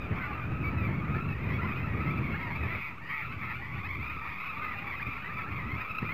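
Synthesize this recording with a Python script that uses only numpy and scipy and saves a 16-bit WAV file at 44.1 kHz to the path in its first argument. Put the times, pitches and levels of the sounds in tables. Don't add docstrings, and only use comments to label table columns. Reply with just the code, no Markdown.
import sys
import numpy as np
from scipy import signal
from scipy.fft import rfft, irfft, next_fast_len
from scipy.io import wavfile
from scipy.ndimage import uniform_filter1d, map_coordinates

SR = 44100
rng = np.random.default_rng(int(sys.argv[2]) if len(sys.argv) > 2 else 0)


def output_pcm(signal):
    pcm = np.clip(np.atleast_2d(signal).T, -1, 1) * 32767
    wavfile.write(sys.argv[1], SR, np.round(pcm).astype(np.int16))


def amplitude_ratio(level_db):
    exponent = np.asarray(level_db, float) / 20
    return 10 ** exponent


N = 270333
T = np.arange(N) / SR


def colour(x, points):
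    hz, db = np.transpose(points)
    size = next_fast_len(len(x))
    f = np.maximum(np.arange(size // 2 + 1) * SR / size, 1)
    gain = amplitude_ratio(np.interp(np.log(f), np.log(hz), db))
    return irfft(rfft(x, size) * gain, size)[:len(x)]


def unit(x):
    return x / np.sqrt(np.mean(x ** 2))


def curve(points):
    return np.interp(T, *np.transpose(points))


def walk(rate_hz, size):
    hold = max(int(SR / rate_hz), 1)
    steps = np.repeat(rng.standard_normal(size // hold + 1), hold)
    return 1.288 * uniform_filter1d(uniform_filter1d(steps, hold), hold)[:size]


# time in seconds, level in dB.
WIND_LEVEL = [(0, -38.5), (.36, -38.5), (.48, -33), (.85, -31.5), (1.5, -32.5), (1.85, -33.5), (2.1, -29.5),
              (2.33, -32), (2.4, -38.5), (2.55, -36.5), (2.78, -40), (2.84, -47.5), (3.2, -47.5),
              (3.3, -42), (3.95, -40), (4.25, -47.5), (4.52, -51), (4.9, -48), (5.1, -44.5), (5.4, -44.5),
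              (5.75, -36.5), (5.9, -59.5), (6.13, -38.5)]
# start in seconds, peak in dB over the wind.
WIND_PUFFS = [(.026, 4), (0.105, 14), (.592, 4.5), (.875, 3.5), (1.09, 4), (1.155, 4.5), (1.371, 3),
              (1.63, 5.5), (1.908, 1.5), (2.58, 4), (3.957, 7), (4.155, 9.5), (4.56, 13), (5.069, 12.5),
              (5.484, 10.5), (5.656, 9), (5.895, 21), (6.015, 19)]
# frequency in Hz, density in dB per Hz.
BUFFET_SPECTRUM = [(12, -60), (20, -28), (22, -29), (27, -44), (50, -14), (75, -0.5), (128, -0.5),
                   (147, -3), (177, -6.5), (382, -18.5), (500, -29), (650, -33.5), (1100, -120)]
# frequency in Hz, density in dB per Hz.
RUSH_SPECTRUM = [(200, 1.5), (330, -5), (700, -9), (1600, -11), (3000, -14), (5000, -29), (7500, -13.5)]
# time in seconds, level in dB.
RUSH_STRENGTH = [(0, -38.5), (2.76, -40), (2.83, -49.5), (4.4, -47), (4.7, -44), (6.13, -44)]
# frequency in Hz, density in dB per Hz.
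DEEP_SPECTRUM = [(20, -23), (35, -18), (70, 2), (100, -9), (130, -41)]
# time in seconds, level in dB.
DEEP_STRENGTH = [(0, -57), (3.2, -66), (3.7, -46), (4.2, -45), (4.6, -73), (5.1, -49), (6.13, -67)]
PUFF_RISE_S, PUFF_FALL_S = 0.012, 0.024
RUSH_DB_PER_PUFF_DB = 0.11


def wind():
    puff_db = np.zeros(N)
    for start_s, peak_db in WIND_PUFFS:
        rise = np.clip((T - start_s) / PUFF_RISE_S, 0, 1)
        fall = np.exp(-np.clip(T - start_s - PUFF_RISE_S, 0, 9) / PUFF_FALL_S)
        puff_db += peak_db * rise * fall
    gust_db = 1.16 * walk(25.09, N) + 0.67 * walk(7.0, N)
    rush_gust_db = 0.92 * gust_db + 0.33 * walk(14.0, N)
    buffet = unit(colour(rng.standard_normal(N) * amplitude_ratio(gust_db), BUFFET_SPECTRUM))
    rush = unit(colour(rng.standard_normal(N) * amplitude_ratio(rush_gust_db), RUSH_SPECTRUM))
    deep = unit(colour(rng.standard_normal(N), DEEP_SPECTRUM))
    buffet_db = curve(WIND_LEVEL) + puff_db
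    rush_db = curve(RUSH_STRENGTH) + RUSH_DB_PER_PUFF_DB * puff_db
    return amplitude_ratio(buffet_db) * buffet + amplitude_ratio(rush_db) * rush + amplitude_ratio(curve(DEEP_STRENGTH)) * deep


# centre in seconds, level before microphone in dB, pitch in Hz.
KNOCKS = [(6.029, -20, 190), (6.046, -30, 260)]


def bumps():
    out = np.zeros(N)
    for centre_s, level_db, hz in KNOCKS:
        t = T - centre_s
        out += amplitude_ratio(level_db) * np.sin(2 * np.pi * hz * t) * np.exp(-(t * hz * 3.2) ** 2)
    return out


CLIFF_T60_S, NEAR_ECHO_DB, FAR_ECHO_DB = .3, -11, -5


def cliff(near, far):
    t, hop = np.arange(SR // 3) / SR, SR // 12
    decay = np.exp(-np.log(1000) * t / CLIFF_T60_S) * np.clip(t / 0.013, 0, 1)
    decay /= np.sqrt(np.sum(decay ** 2))
    send = np.pad(amplitude_ratio(NEAR_ECHO_DB) * near + amplitude_ratio(FAR_ECHO_DB) * far, (hop, 2 * hop))
    window = np.sin(np.linspace(0, np.pi, 2 * hop))
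    echo = np.zeros(len(send) + SR)
    for i in range(0, N + hop, hop):
        tail = rng.standard_normal(len(t)) * decay
        piece = signal.fftconvolve(send[i:i + 2 * hop] * window, tail)
        echo[i:i + len(piece)] += piece
    return near + far + echo[hop:hop + N]


def add_call(out, start_s, length_s, pitches_hz, levels_db, flutter_hz, depth, wobble, hoarse,
             upper_db=(-5.5, 1.5), pull=0.023):
    start_hz, mid_hz, end_hz = pitches_hz
    start = max(int(start_s * SR), 0)
    n = min(int(length_s * SR), N - start)
    u = np.arange(n) / (length_s * SR) * 2 - 1
    hz = mid_hz + (end_hz - start_hz) / 2 * u + ((start_hz + end_hz) / 2 - mid_hz) * u ** 2
    own = (37 * start) % (N - n)
    shake, rasp = wobble[own:own + n], hoarse[own:own + n]
    flutter = np.cos(2 * np.pi * flutter_hz * (np.cumsum(hz / mid_hz) + 40 * shake) / SR)
    phase = 2 * np.pi * np.cumsum(hz * (1 + 0.01164 * shake + pull * depth * flutter)) / SR
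    gains = amplitude_ratio(np.r_[levels_db, levels_db[2] + np.array(upper_db)])
    tone = sum(g * np.sin((k + 1) * (phase + .5 * rasp)) for k, g in enumerate(gains))
    swell = np.clip(6.0 * (1 - np.abs(u)), 0, 1)
    breath = swell * np.exp(depth * 0.89 * flutter) / (1 + depth ** 2)
    out[start:start + n] += np.sqrt(2) * breath * amplitude_ratio(1.38 * shake) * (1 + rasp) * tone


# time in seconds, level in dB, second harmonic against the first in dB.
COLONY = [(0, -61, 6.5), (.17, -46.5, -8), (.55, -54.5, 4), (.66, -48, -2), (.8, -53, 1), (1.2, -50, -11),
          (1.4, -52, 4), (1.66, -46.5, -3.5), (2.3, -49, 3), (2.74, -48.5, 5.5), (2.83, -52.5, 7.5),
          (2.98, -55.5, 0.5), (3.07, -55, 10), (3.15, -49, 7), (3.3, -48, 2.5), (3.5, -46.5, 1.5),
          (3.63, -51, 8.5), (3.71, -52.5, 3), (3.75, -48.5, 2), (3.9, -47, 3.5), (4.6, -47, 2),
          (5.2, -50, 5), (5.55, -47.5, -5), (6.13, -48, 1)]
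# frequency in Hz, gain in dB.
CROWD_RESPONSE = [(1400, 0.5), (1520, -4), (1720, -3), (1880, 0.5)]
FLOCK_PER_S, FLOCK_HZ, PITCH_SPREAD, FLOCK_THIRD_DB = 38, 1245, .1, -5.5


def far_flock():
    point_s, level_db, second_db = np.transpose(COLONY)
    out, wobble, hoarse = np.zeros(N), .9 * walk(150, N), .2 * walk(700, N)
    for i, c in enumerate(rng.standard_normal((int(FLOCK_PER_S * N / SR), 7))):
        start_s = (i + .5 * c[0]) / FLOCK_PER_S - .05
        if start_s >= N / SR - .01:
            continue
        length_s = .11 * np.exp(.5 * c[1])
        top_hz = FLOCK_HZ * np.exp(PITCH_SPREAD * c[2])
        pitches_hz = top_hz * (.84 + 0.06965 * c[4]), top_hz, top_hz * (.95 + 0.0579 * c[5])
        first = 3.4 * c[3]
        second = first + np.interp(start_s + length_s / 2, point_s, second_db)
        levels_db = first, second, second + FLOCK_THIRD_DB
        add_call(out, max(start_s, 0), length_s, pitches_hz, levels_db,
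                 110 * np.exp(.5 * c[6]), .6, wobble, hoarse)
    fundamentals = colour(out, [(800, -44.0), (900, 4.0), (1550, 0), (1700, -33.0)])
    crowd = np.sqrt(uniform_filter1d(fundamentals ** 2, int(.12 * SR)))
    return colour(out / crowd, CROWD_RESPONSE) * amplitude_ratio(np.interp(T, point_s, level_db))


def near_voice():
    return np.zeros(N), walk(120, N), .33 * walk(900, N)


CHIRPS_PER_S, CHIRP_S, CHIRP_HZ, CHIRP_SPREAD = 40, .035, 1150, 0.11
CHIRP_RISE, CHIRP_GLIDE = .03, .07
CHIRP_SCATTER_DB = 2


def chirps():
    out, wobble, hoarse = near_voice()
    point_s, level_db, _ = np.transpose(COLONY)
    for i, c in enumerate(rng.standard_normal((int(CHIRPS_PER_S * N / SR), 8))):
        start_s = np.clip((i + .5 * c[0]) / CHIRPS_PER_S, 0, N / SR - .01)
        length_s = CHIRP_S * np.exp(.3 * c[5])
        hz = CHIRP_HZ * np.exp(CHIRP_SPREAD * c[1])
        harmonics_db = np.array([-2, -1.5, -8.5]) + CHIRP_SCATTER_DB * c[2:5]
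        levels_db = np.interp(start_s, point_s, level_db) + harmonics_db
        glide = CHIRP_RISE + CHIRP_GLIDE * c[6]
        add_call(out, start_s, length_s, (hz * (1 - glide), hz, hz * (1 + glide)), levels_db,
                 110 * np.exp(.4 * c[7]), .4, 1.1 * wobble, 1.1 * hoarse)
    return colour(out, CROWD_RESPONSE)


# start in seconds, length in seconds, top pulse rate in Hz,
# level before throat and microphone responses in dB, throat pitch as share of the usual.
SQUAWK_CALLS = [(0.107, 0.17, 151, -45, 1.001), (2.725, .2, 152.4, -40, 1.067),
                (3.079, .165, 148.9, -38, 1.007), (3.411, 0.12, 152.8, -40, 0.99),
                (3.578, 0.23, 289.5, -46.5, 0.995), (4.285, 0.26, 140, -56, 0.98)]
# frequency in Hz, gain in dB.
OPEN_THROAT = [(600, -40), (900, -4.5), (1050, -14), (1250, -6), (1600, -27), (1750, -18), (1900, -0.5),
               (2150, 3.5), (2500, -7), (2900, -17), (3300, -9), (3800, -19), (4500, -13), (5600, -21)]
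SQUAWK_START, SQUAWK_END = .86, .84
SQUAWK_PLATEAU = 2.4
SQUAWK_JITTER, SQUAWK_FLICKER_DB, SQUAWK_EDGE = .006, 4, 3.2


def squawks():
    out, wobble = np.zeros(N), walk(80, N)
    throat_hz, throat_db = np.transpose(OPEN_THROAT)
    k = np.arange(1, 45)[:, None]
    for start_s, length_s, top_hz, level_db, throat in SQUAWK_CALLS:
        start, u = int(start_s * SR), np.linspace(-1, 1, int(length_s * SR))
        shake = wobble[start:start + len(u)]
        tilt = (SQUAWK_END - SQUAWK_START) / 2 * u
        arch = ((SQUAWK_START + SQUAWK_END) / 2 - 1) * np.abs(u) ** SQUAWK_PLATEAU
        hz = top_hz * (1 + tilt + arch)
        cycles = np.cumsum(hz * (1 + SQUAWK_JITTER * shake)) / SR
        phase = 2 * np.pi * (k * cycles + rng.random(k.shape))
        gains = amplitude_ratio(np.interp(np.log(k * top_hz), np.log(throat * throat_hz), throat_db,
                              left=-90, right=-90))
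        flicker = amplitude_ratio(SQUAWK_FLICKER_DB * np.array([walk(70, len(u)) for _ in k]))
        breath = np.clip(SQUAWK_EDGE * (1 - np.abs(u)), 0, 1) * amplitude_ratio(level_db + 1.5 * shake)
        out[start:start + len(u)] += breath * unit(np.sum(gains * flicker * np.sin(phase), axis=0))
    return out


# start in seconds, length in seconds, start pitch in Hz,
# end pitch in Hz, nominal first harmonic in dB.
THROB_CALLS = [(0.194, 0.079, 1535, 1360, -47), (0.236, 0.2, 1140, 1207, -44),
               (0.261, 0.069, 871, 796, -48), (2.701, 0.08, 1254, 1405, -53), (2.8, 0.14, 1150, 900, -52),
               (3.099, 0.088, 1210, 1240, -45), (3.74, 0.051, 1140, 1200, -48.5),
               (0.327, .1, 1300, 1202, -48), (1.126, .11, 1300, 1415, -49), (0.413, 0.048, 1494, 1420, -52),
               (0.453, 0.15, 1238, 1226, -49.5), (0.722, .16, 1259, 1298, -49), (0.882, .06, 872, 917, -49),
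               (1.63, 0.029, 929, 1002, -40), (1.675, .09, 1285, 1230, -46),
               (1.802, 0.051, 1357, 1300, -49), (2.164, 0.036, 1230, 1130, -48),
               (2.22, .09, 1220, 1045, -47), (2.4, 0.13, 981, 912, -47), (3.253, 0.11, 1315, 1228, -57),
               (3.47, 0.069, 1246, 1370, -51), (4.533, 0.082, 846, 940, -51),
               (0.997, 0.24, 1164, 1310, -45.5), (1.585, .09, 1270, 1370, -46),
               (1.925, 0.25, 1211, 1308, -43), (4.101, .24, 1234, 1247, -49), (4.55, 0.19, 1167, 1218, -41),
               (4.608, 0.053, 1470, 1500, -48), (4.737, 0.18, 778, 790, -55), (5.02, 0.19, 1287, 1320, -50),
               (5.271, 0.23, 1154, 1357, -43.5), (5.859, 0.22, 1294, 1235, -47)]
THROB_HZ, THROB_DEPTH, THROB_ARCH = 42, .45, 1.02


def throbs():
    out, _, hoarse = near_voice()
    waver = walk(45, N)
    for start_s, length_s, start_hz, end_hz, db in THROB_CALLS:
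        pitches_hz = start_hz, THROB_ARCH * (start_hz + end_hz) / 2, end_hz
        add_call(out, start_s, length_s, pitches_hz, (db, db - 8, db - 15),
                 THROB_HZ, THROB_DEPTH, 1.8 * waver, .45 * hoarse, pull=.02)
    return out


# start in seconds, length in seconds, start pitch in Hz,
# end pitch in Hz, nominal second harmonic in dB.
SCOOP_CALLS = [(0.151, 0.044, 980, 1137, -43.5), (0.346, .06, 886, 1020, -58),
               (1.142, 0.045, 750, 900, -49), (1.666, 0.043, 935, 1246, -45),
               (3.053, 0.037, 872, 1036, -48.5), (4.282, 0.089, 739, 1262, -50),
               (4.312, 0.056, 766, 990, -53), (4.55, 0.042, 806, 1150, -54),
               (4.997, 0.037, 785, 1168, -42.5), (5.215, 0.064, 757, 1015, -53.5),
               (5.125, .06, 890, 1015, -55), (5.46, .04, 750, 898, -51), (5.292, 0.038, 760, 964, -49),
               (5.731, 0.06, 897, 1170, -47), (5.789, 0.044, 752, 960, -47),
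               (6.022, 0.044, 850, 1067, -45.5)]
GLIDE_DONE_HALFWAY = 0.79


def scoops():
    out, wobble, hoarse = near_voice()
    for start_s, length_s, start_hz, end_hz, db in SCOOP_CALLS:
        pitches_hz = start_hz, start_hz + GLIDE_DONE_HALFWAY * (end_hz - start_hz), end_hz
        add_call(out, start_s, length_s, pitches_hz, (db - 4.5, db, db - 6.5),
                 140, .45, .7 * wobble, .8 * hoarse)
    return out


# start in seconds, length in seconds, start pitch in Hz,
# end pitch in Hz, nominal second harmonic in dB, pitch-bend rate in Hz.
BRIGHT_CALLS = [(0, 0.061, 1271, 1190, -47, 42), (1.528, 0.054, 1036, 1127, -44.5, 7),
                (4.295, 0.073, 946, 1176, -52, 4.3), (5.734, 0.055, 967, 1160, -53, 5.9)]
BRIGHT_BEND = 1.22


def brights():
    out, wobble, hoarse = near_voice()
    for start_s, length_s, start_hz, end_hz, db, bend_hz in BRIGHT_CALLS:
        pitches_hz = start_hz, start_hz + GLIDE_DONE_HALFWAY * (end_hz - start_hz), end_hz
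        add_call(out, start_s, length_s, pitches_hz, (db - 3.5, db, db - 0.5),
                 bend_hz, .3, .2 * wobble, .2 * hoarse, pull=.025 * BRIGHT_BEND / .3)
    return out


# start in seconds, length in seconds, start pitch in Hz,
# end pitch in Hz, nominal second harmonic in dB.
PIPE_NOTES = [(0.637, .062, 1130, 1144, -38)]


def pipes():
    out, wobble, hoarse = near_voice()
    for start_s, length_s, start_hz, end_hz, db in PIPE_NOTES:
        pitches_hz = start_hz, max(start_hz, end_hz), end_hz
        add_call(out, start_s, length_s, pitches_hz, (db - 22, db, db - 22.5),
                 60, .02, .15 * wobble, .1 * hoarse, upper_db=(10.5, -10))
    return out


# start in seconds, length in seconds, start pitch in Hz,
# end pitch in Hz, nominal second harmonic in dB.
WHISTLE_CALLS = [(0.205, 0.051, 1010, 1130, -44.5), (0.328, 0.041, 1300, 1370, -47),
                 (0.775, 0.04, 1290, 1250, -42.5), (.815, .06, 1220, 1140, -44),
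                 (0.752, 0.19, 963, 1005, -51), (0.859, 0.11, 1043, 1090, -47),
                 (0.977, .03, 1138, 1085, -44.5), (1.046, 0.048, 939, 1134, -49),
                 (1.109, .085, 1210, 1325, -49), (1.13, 0.058, 1184, 1140, -47),
                 (1.189, 0.083, 1230, 1370, -46), (1.274, 0.073, 1338, 1257, -44.5),
                 (1.29, 0.089, 860, 955, -54.5), (1.38, 0.084, 1020, 1065, -51),
                 (1.456, 0.091, 1011, 942, -45), (1.615, 0.054, 986, 1027, -43.5),
                 (1.674, 0.052, 1280, 1205, -43), (1.741, 0.073, 1170, 1230, -47.5),
                 (1.887, .06, 973, 937, -46), (1.951, 0.07, 952, 1030, -46),
                 (1.989, 0.042, 1193, 1193, -47), (2.075, 0.048, 1020, 1203, -39.5),
                 (2.171, 0.022, 1131, 1220, -41), (2.223, 0.057, 1186, 1056, -42.5),
                 (2.289, 0.14, 1083, 1074, -43.5), (2.262, 0.029, 1020, 1180, -43),
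                 (2.342, 0.021, 781, 950, -42.5), (2.465, 0.058, 920, 1076, -43),
                 (2.51, 0.035, 1066, 1080, -44), (2.548, 0.03, 1174, 1190, -41.5),
                 (2.669, .11, 946, 1030, -43.5), (2.714, 0.026, 1170, 1185, -44),
                 (3.501, .03, 1210, 1310, -46), (0.421, 0.039, 1190, 1238, -46),
                 (0.518, 0.023, 1245, 1223, -55), (.565, .03, 1260, 1250, -57),
                 (3.777, 0.05, 900, 1138, -46.5), (3.829, .045, 1206, 1284, -41.5),
                 (3.877, 0.1, 1097, 1026, -42.5), (3.996, 0.046, 1014, 1207, -41),
                 (4.065, 0.05, 1270, 1210, -41), (4.239, .07, 1250, 1280, -60),
                 (4.355, .087, 1239, 1275, -45), (4.36, .06, 1065, 1140, -48),
                 (4.408, 0.11, 1130, 878, -62), (4.52, .05, 1186, 1133, -49), (5.395, .03, 1380, 1150, -44),
                 (5.43, .03, 1110, 1356, -47.5), (2.6, .07, 997, 840, -50), (2.622, .07, 1262, 1100, -46),
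                 (2.41, .03, 1087, 1040, -42), (3.54, .07, 1295, 1230, -54), (.52, .09, 1245, 1200, -57),
                 (0.366, .07, 923, 1025, -56), (0.233, .05, 1330, 1300, -49), (1.084, .06, 940, 1150, -53),
                 (4.454, 0.066, 1268, 1257, -41.5), (4.515, 0.044, 1240, 1140, -56),
                 (4.614, 0.044, 1073, 1000, -42), (4.655, .08, 1020, 974, -46),
                 (4.756, 0.05, 1255, 1164, -43), (4.721, 0.031, 1020, 898, -42),
                 (4.868, 0.02, 1120, 1156, -38.5), (4.893, 0.048, 1163, 1070, -39.5),
                 (4.922, 0.039, 960, 1030, -41), (4.954, .045, 1335, 1220, -42),
                 (5.016, 0.02, 1210, 1170, -39), (5.045, 0.035, 1155, 1231, -40.5),
                 (5.1, 0.043, 1194, 1156, -44), (5.156, .08, 1190, 1210, -51),
                 (5.243, .04, 929, 1040, -42.5), (5.321, 0.053, 1101, 1262, -45),
                 (5.369, 0.027, 1148, 1160, -38.5), (5.385, .04, 913, 816, -52),
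                 (5.5, 0.11, 1183, 1006, -44.5), (5.408, 0.032, 1108, 1130, -42.5),
                 (5.544, 0.042, 1142, 1112, -44.5), (5.602, 0.079, 939, 1006, -47),
                 (5.686, 0.07, 990, 1103, -41.5), (5.803, 0.089, 1226, 1153, -41),
                 (5.881, 0.12, 1255, 1245, -40.5), (6.047, 0.064, 1163, 1234, -43),
                 (6.088, 0.045, 956, 1110, -40)]
BRIEF_CLEAR_S = .088


def whistles():
    out, wobble, hoarse = near_voice()
    for start_s, length_s, start_hz, end_hz, db in WHISTLE_CALLS:
        rough = .7 if length_s < BRIEF_CLEAR_S else 1.1
        pitches_hz = start_hz, (start_hz + end_hz) / 2, end_hz
        add_call(out, start_s, length_s, pitches_hz, (db - 7.5, db, db - 8.5),
                 55, .38 * rough, 1.6 * rough * wobble, rough * hoarse, upper_db=(-2.5, -10))
    return out


# frequency in Hz, gain in dB.
BIRD_THROAT = [(800, 1), (1050, -4.5), (1260, 0.5), (1500, 2.5), (1650, 4), (1800, 3.5), (1950, 0)]


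def scene():
    near = chirps() + squawks() + throbs() + scoops() + brights() + pipes() + whistles()
    birds = colour(cliff(near, far_flock()), BIRD_THROAT)
    return (birds + wind() + bumps())[None]


def roll_off(x):
    return signal.sosfilt(signal.butter(12, 15680, fs=SR, output="sos"), x)


# frequency in Hz, gain in dB.
MICROPHONE_RESPONSE = [(20, -1.5), (2550, 0.5), (3000, -10.5), (5000, -19), (7000, -53)]
# frequency in Hz, gain in dB.
TREBLE_LIMIT = [(14900, 0), (15150, -50)]
HISS_DB, WHINE_DB, WHINE_HZ = -66.5, -85.5, 6666.7
SAMPLING_HZ, OFFSET = 16000, -.0048


def record(dry):
    x = colour(dry[0], MICROPHONE_RESPONSE)
    hiss = amplitude_ratio(HISS_DB) * rng.standard_normal(N)
    whine = amplitude_ratio(WHINE_DB) * np.sin(2 * np.pi * WHINE_HZ * T)
    x = colour(x + hiss + whine, [(7970, 0), (8000, -60)])
    ticks_s = np.arange(int(N / SR * SAMPLING_HZ) + 1) / SAMPLING_HZ
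    samples = map_coordinates(x, [ticks_s * SR], order=3, mode="nearest")
    joined = np.interp(T, ticks_s, samples)
    mix = colour(joined, TREBLE_LIMIT)[None] + OFFSET
    return roll_off(mix)


dry = scene()
out = record(dry)
output_pcm(out)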